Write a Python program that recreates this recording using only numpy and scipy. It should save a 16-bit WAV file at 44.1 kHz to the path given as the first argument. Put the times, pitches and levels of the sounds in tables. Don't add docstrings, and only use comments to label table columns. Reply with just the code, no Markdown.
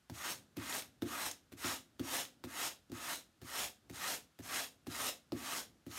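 import sys
import numpy as np
from scipy import signal
from scipy.fft import rfft, irfft, next_fast_len
from scipy.io import wavfile
from scipy.ndimage import map_coordinates

SR = 44100
rng = np.random.default_rng(int(sys.argv[2]) if len(sys.argv) > 2 else 0)


def file_out(sig):
    cols = np.atleast_2d(sig).T
    lim = np.clip(cols, -1, 1)
    pcm = np.round(lim * 32767).astype(np.int16)
    wavfile.write(sys.argv[1], SR, pcm)


N = 263718

# (t/s, knock level/dB, thud level/dB, tick level/dB, splash level/dB)
LANDINGS = [(0.098, -41.5, -47, -42, -50.5), (0.568, -33.5, -46, -47, -48), (1.021, -26, -46, -31, -45.5),
            (1.520, -43.5, -56, -55, -51.5), (1.645, -33, -49, -33, -49), (1.995, -29.5, -46.5, -36, -45),
            (2.439, -35, -52.5, -36.5, -45), (2.898, -45, -55, -57, -71), (2.918, -35.5, -49.5, -43, -51.5),
            (3.416, -43, -51.5, -55, -52), (3.898, -42, -51.5, -54, -51), (4.389, -43, -52, -54, -50.5),
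            (4.868, -35, -48, -44.5, -47.5), (5.321, -27.5, -47, -35, -50.5), (5.865, -40.5, -51, -57, -54)]
# (f/Hz, level/dB)
BRISTLE_SPECTRUM = [(60, -8.5), (260, -2), (480, 0), (700, 4), (1200, -1.5), (1700, 2), (3000, -1),
                    (4700, -2.5), (7700, -5.5), (10100, -8), (13000, -5), (14500, -7), (16000, -11)]


def amp(db):
    return 10 ** (np.asarray(db) / 20)


def unit(x):
    return x / np.sqrt(np.mean(x ** 2) + 1e-20)


def along(points, hz):
    f, v = np.transpose(points)
    return np.interp(np.log(hz + 1), np.log(f + 1), v)


def wobble(rate):
    return map_coordinates(rng.standard_normal(int(N * rate / SR) + 4), [np.arange(N) * rate / SR])


def filtered(x, response):
    size = next_fast_len(N + 8192)
    return irfft(rfft(x, size) * response(np.fft.rfftfreq(size, 1 / SR)), size)[:N]


def coloured(x, spectrum):
    return unit(filtered(x, lambda hz: amp(along(spectrum, hz))))


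def resonant(x, modes):
    def response(f):
        return sum(amp(db) * 1j * f * width / (hz * hz - f * f + 1j * f * width) for hz, width, db in modes)
    return unit(filtered(x, response))


def add(track, s, sound):
    start = max(round(s * SR), 0)
    track[start:start + len(sound)] += sound[:N - start]


def bursts(hits, t60):
    envelope, t = np.zeros(N), np.arange(SR // 4) / SR
    for s, db in hits:
        add(envelope, s, amp(db - 60 * t / t60))
    return envelope


def room_tone(rumble_db=-72, air_db=-77):
    # (f/Hz, level/dB)
    rumble_spectrum = [(25, -30), (45, -0.5), (85, 0.5), (200, -3.5), (290, -4), (400, -10.5), (800, -15.5),
                       (2000, -51)]
    air_spectrum = [(150, -20), (400, -40), (800, -13.5), (1400, -6.5), (2200, -12.5), (3400, -12),
                    (8000, -17.5), (13000, -22), (15000, -27), (16000, -45)]
    rumble = coloured(rng.standard_normal(N), rumble_spectrum) * amp(3.5 * wobble(11))
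    air = coloured(rng.standard_normal(N), air_spectrum)
    return amp(rumble_db) * rumble + amp(air_db) * air


def room_reverb(x, predelay_s=0.004):
    # (f/Hz, t60/s)
    decay_times = [(150, 0.72), (1000, 0.2), (4000, 0.28), (14000, 0.17)]
    hz, t, noise = signal.stft(rng.standard_normal(SR // 2), SR, nperseg=256)
    decay = amp(-60 * t / along(decay_times, hz)[:, None])
    tail = signal.istft(noise * decay, SR, nperseg=256)[1]
    tail = np.pad(tail, (round(predelay_s * SR), 0))
    return signal.fftconvolve(x, tail / np.linalg.norm(tail))[:N]


def snags(t60=0.024, q=6, crack_db=-6):
    # (t/s, level/dB, f/Hz)
    releases = [(0.184, -50, 3520), (0.281, -46, 5000), (0.638, -46, 3520), (0.725, -40, 3500),
                (0.795, -41, 3470), (0.822, -43, 2900), (1.3127, -37, 6900), (2.152, -39, 1900),
                (2.251, -44, 3080), (3.944, -57, 3500), (4.915, -55, 5030), (5.021, -46, 6000),
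                (5.914, -50, 4000)]
    snaps, t = np.zeros(N), np.arange(SR // 10) / SR
    for s, db, hz in releases:
        crack = rng.standard_normal(len(t))
        ring = unit(signal.lfilter(*signal.iirpeak(hz, q, SR), crack))
        add(snaps, s, amp(db - 60 * t / t60) * (ring + amp(crack_db) * crack))
    return snaps


def flicks(per_second, clump_db):
    struck = rng.random(N) < per_second / SR
    return struck * rng.standard_normal(N) * amp(clump_db * wobble(350))


def landing_ticks(gain_db=-2, graze_db=-16, lead_s=0.0047):
    # (f/Hz, level/dB)
    tick_spectrum = [(100, -15), (600, 11.5), (1500, 7), (2300, -7), (3500, 7), (5300, 2), (7500, -13),
                     (13000, -18), (16000, -11)]
    strike = bursts([(s, db) for s, _, _, db, _ in LANDINGS], t60=0.011)
    tick = strike * coloured(rng.standard_normal(N), tick_spectrum)
    graze = bursts([(s - lead_s, db + graze_db) for s, _, _, _, db in LANDINGS], t60=0.013)
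    splay = bursts([(s, db) for s, _, _, _, db in LANDINGS], t60=0.1)
    splash = (graze + splay) * coloured(flicks(per_second=6000, clump_db=-2.5), BRISTLE_SPECTRUM)
    return amp(gain_db) * (tick + splash)


def bench_knocks(gain_db=-4, attack_cycles=1.23, deep_hz=200, scatter_db=0.5, settle_s=0.043, mute_db=-6):
    # (f/Hz, level/dB, t60/s)
    bench_modes = [(78.5, 5.5, 0.23), (110.8, 7, 0.25), (138, -2, 0.29), (169, 4.5, 0.27),
                   (235.7, -5, 0.26), (267.2, -6, 0.29), (289.2, -3, 0.2), (314.3, -13, 0.26),
                   (353.3, -3.5, 0.18), (425, -15.5, 0.11), (456, -15, 0.1), (552, -12, 0.071),
                   (598, -19.5, 0.032), (677, -12, 0.044), (834, -19.5, 0.063)]
    bench, t = np.zeros(N), np.arange(SR // 2) / SR
    hz, mode_db, t60 = np.transpose(bench_modes)[:, :, None]
    swell = 1 - np.exp(-hz * t / attack_cycles)
    muting = amp(mute_db * (1 + np.tanh((t - settle_s) / 0.012)) / 2)
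    for s, knock_db, thud_db, _, _ in LANDINGS:
        scatter, detune, phase = rng.standard_normal((3, len(bench_modes), 1))
        level_db = np.where(hz < deep_hz, thud_db, knock_db) + mode_db + scatter_db * scatter
        partials = np.sin(2 * np.pi * (hz * (1 + 0.015 * detune) * t + phase))
        ring = swell * amp(level_db - 60 * t / t60) * partials
        add(bench, s, muting * ring.sum(axis=0))
    return amp(gain_db) * bench


def arch(t, crest_s, release_s, swell_db, sag_db_per_s, fall_db_per_s, bite_s=0.043):
    hold = np.clip(1 + t / bite_s, 0, 1)
    short_of_crest = np.clip(1 - t / crest_s, 0, 1)
    sag_db = sag_db_per_s * np.maximum(t - crest_s, 0)
    fall_db = fall_db_per_s * np.maximum(t - release_s, 0)
    return hold * amp(-swell_db * short_of_crest - sag_db - fall_db)


def stroke_envelopes(ease_off_s=0.035):
    # (bite t/s, then time to lift/s, to full speed/s, to full pressure/s,
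    # hiss level/dB, hiss swell/dB, rasp level/dB, rasp swell/dB)
    strokes = [ (0.160, 0.16, 0.14, 0.084, -41, 14, -44.5, 16.5),
               (0.601, 0.19, 0.14, 0.13, -41, 15.5, -45, 7), (1.087, 0.2, 0.15, 0.069, -42, 9, -44.5, 8.5),
               (1.607, 0.14, 0.062, 0.037, -40.5, 10, -41, 14),
               (2.052, 0.16, 0.085, 0.097, -39, 14, -46, 6.5),
               (2.505, 0.17, 0.130, 0.100, -39.5, 16, -44, 10.5),
               (2.955, 0.200, 0.150, 0.13, -42, 14.5, -45.5, 11),
               (3.473, 0.18, 0.12, 0.086, -40, 14, -45.5, 11.5),
               (3.958, 0.187, 0.140, 0.086, -40, 11.5, -43.5, 12.5),
               (4.455, 0.18, 0.11, 0.065, -41, 11, -44.5, 15),
               (4.925, 0.17, 0.12, 0.084, -39.5, 9.5, -44.5, 8.5),
               (5.380, 0.21, 0.180, 0.15, -41, 12.5, -44, 10.5),
               (5.924, 0.190, 0.093, 0.107, -40, 14, -48.5, 11.5), ]
    speed, pressure = np.zeros((2, N))
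    t = np.arange(N) / SR
    for s, lift, fastest, hardest, hiss_db, hiss_swell_db, rasp_db, rasp_swell_db in strokes:
        speed += amp(hiss_db) * arch(t - s, fastest, lift, hiss_swell_db,
                                     sag_db_per_s=33.5, fall_db_per_s=271)
        pressure += amp(rasp_db) * arch(t - s, hardest, lift - ease_off_s, rasp_swell_db,
                                        sag_db_per_s=30, fall_db_per_s=307)
    return speed, pressure


def shifting_tufts(x, depth_db, width_hz, life_s):
    hz, t, bands = signal.stft(x, SR, nperseg=512)
    grid = np.meshgrid(hz / width_hz, t / life_s, indexing="ij")
    load = map_coordinates(rng.standard_normal((160, 400)), grid, mode="mirror")
    return unit(signal.istft(bands * amp(depth_db * load), SR, nperseg=512)[1][:N])


def bristle_hiss():
    # (f/Hz, width/Hz, boost/dB)
    sheen_bands = [(1950, 270, 0), (3090, 890, 4), (3900, 700, 4), (5510, 1100, 5.5), (6440, 220, 6),
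                   (6850, 340, 5.5), (8570, 2470, 7.5), (11530, 3100, 5)]

    def sheen(f):
        return amp(sum(db / (1 + (2 * (f - hz) / width) ** 2) for hz, width, db in sheen_bands))
    grains = filtered(flicks(per_second=24000, clump_db=0.36), sheen)
    return shifting_tufts(coloured(grains, BRISTLE_SPECTRUM), depth_db=1.82, width_hz=301.6, life_s=0.06)


def brush_rasp():
    # (f/Hz, width/Hz, level/dB)
    rasp_modes = [(1151, 13, 8.5), (1255, 55, 8), (1333, 52, 4), (1420, 82, 2.5), (1583, 124, 4),
                  (1767, 120, -1), (1875, 113, 1.5), (2050, 77, -1), (2483, 81, 0.5), (2880, 95, -32)]
    rasp = resonant(flicks(per_second=14000, clump_db=0.5), rasp_modes)
    return shifting_tufts(rasp, depth_db=1.5, width_hz=267.0, life_s=0.05)


def brushing(rasp_db=-1, scrape_db=-8, groan_db=-14, uneven_db=0.88, bend_lag_s=0.021):
    # (f/Hz, width/Hz, level/dB)
    scrape_modes = [(640, 47, -10), (724, 93, 0.5), (826, 69, -2.5), (907, 57, 7.5)]
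    groan_modes = [(197, 30, -13), (271, 61, -0.5), (335, 27, -18.0)]
    speed, pressure = stroke_envelopes()
    t = np.arange(N) / SR
    bend = np.interp(t - bend_lag_s, t, pressure)
    hiss = speed * bristle_hiss()
    rasp = amp(rasp_db) * pressure * brush_rasp()
    scrape = amp(scrape_db) * bend * resonant(rng.standard_normal(N), scrape_modes)
    groan = amp(groan_db) * bend * resonant(rng.standard_normal(N), groan_modes)
    return (hiss + rasp + scrape + groan) * amp(uneven_db * wobble(60))


def scene(reverb_db=-11):
    work = brushing() + bench_knocks() + landing_ticks() + snags()
    mono = work + amp(reverb_db) * room_reverb(work) + room_tone()
    return np.array([mono, mono])


def record(dry, low_cut_hz=52, top_hz=15850):
    low_cut = signal.butter(3, low_cut_hz, "highpass", fs=SR, output="sos")
    high_cut = lambda hz: np.clip((top_hz - hz) / 200 + 0.5, 0, 1)
    return np.array([filtered(channel, high_cut) for channel in signal.sosfilt(low_cut, dry)])


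dry = scene()
out = record(dry)
file_out(out)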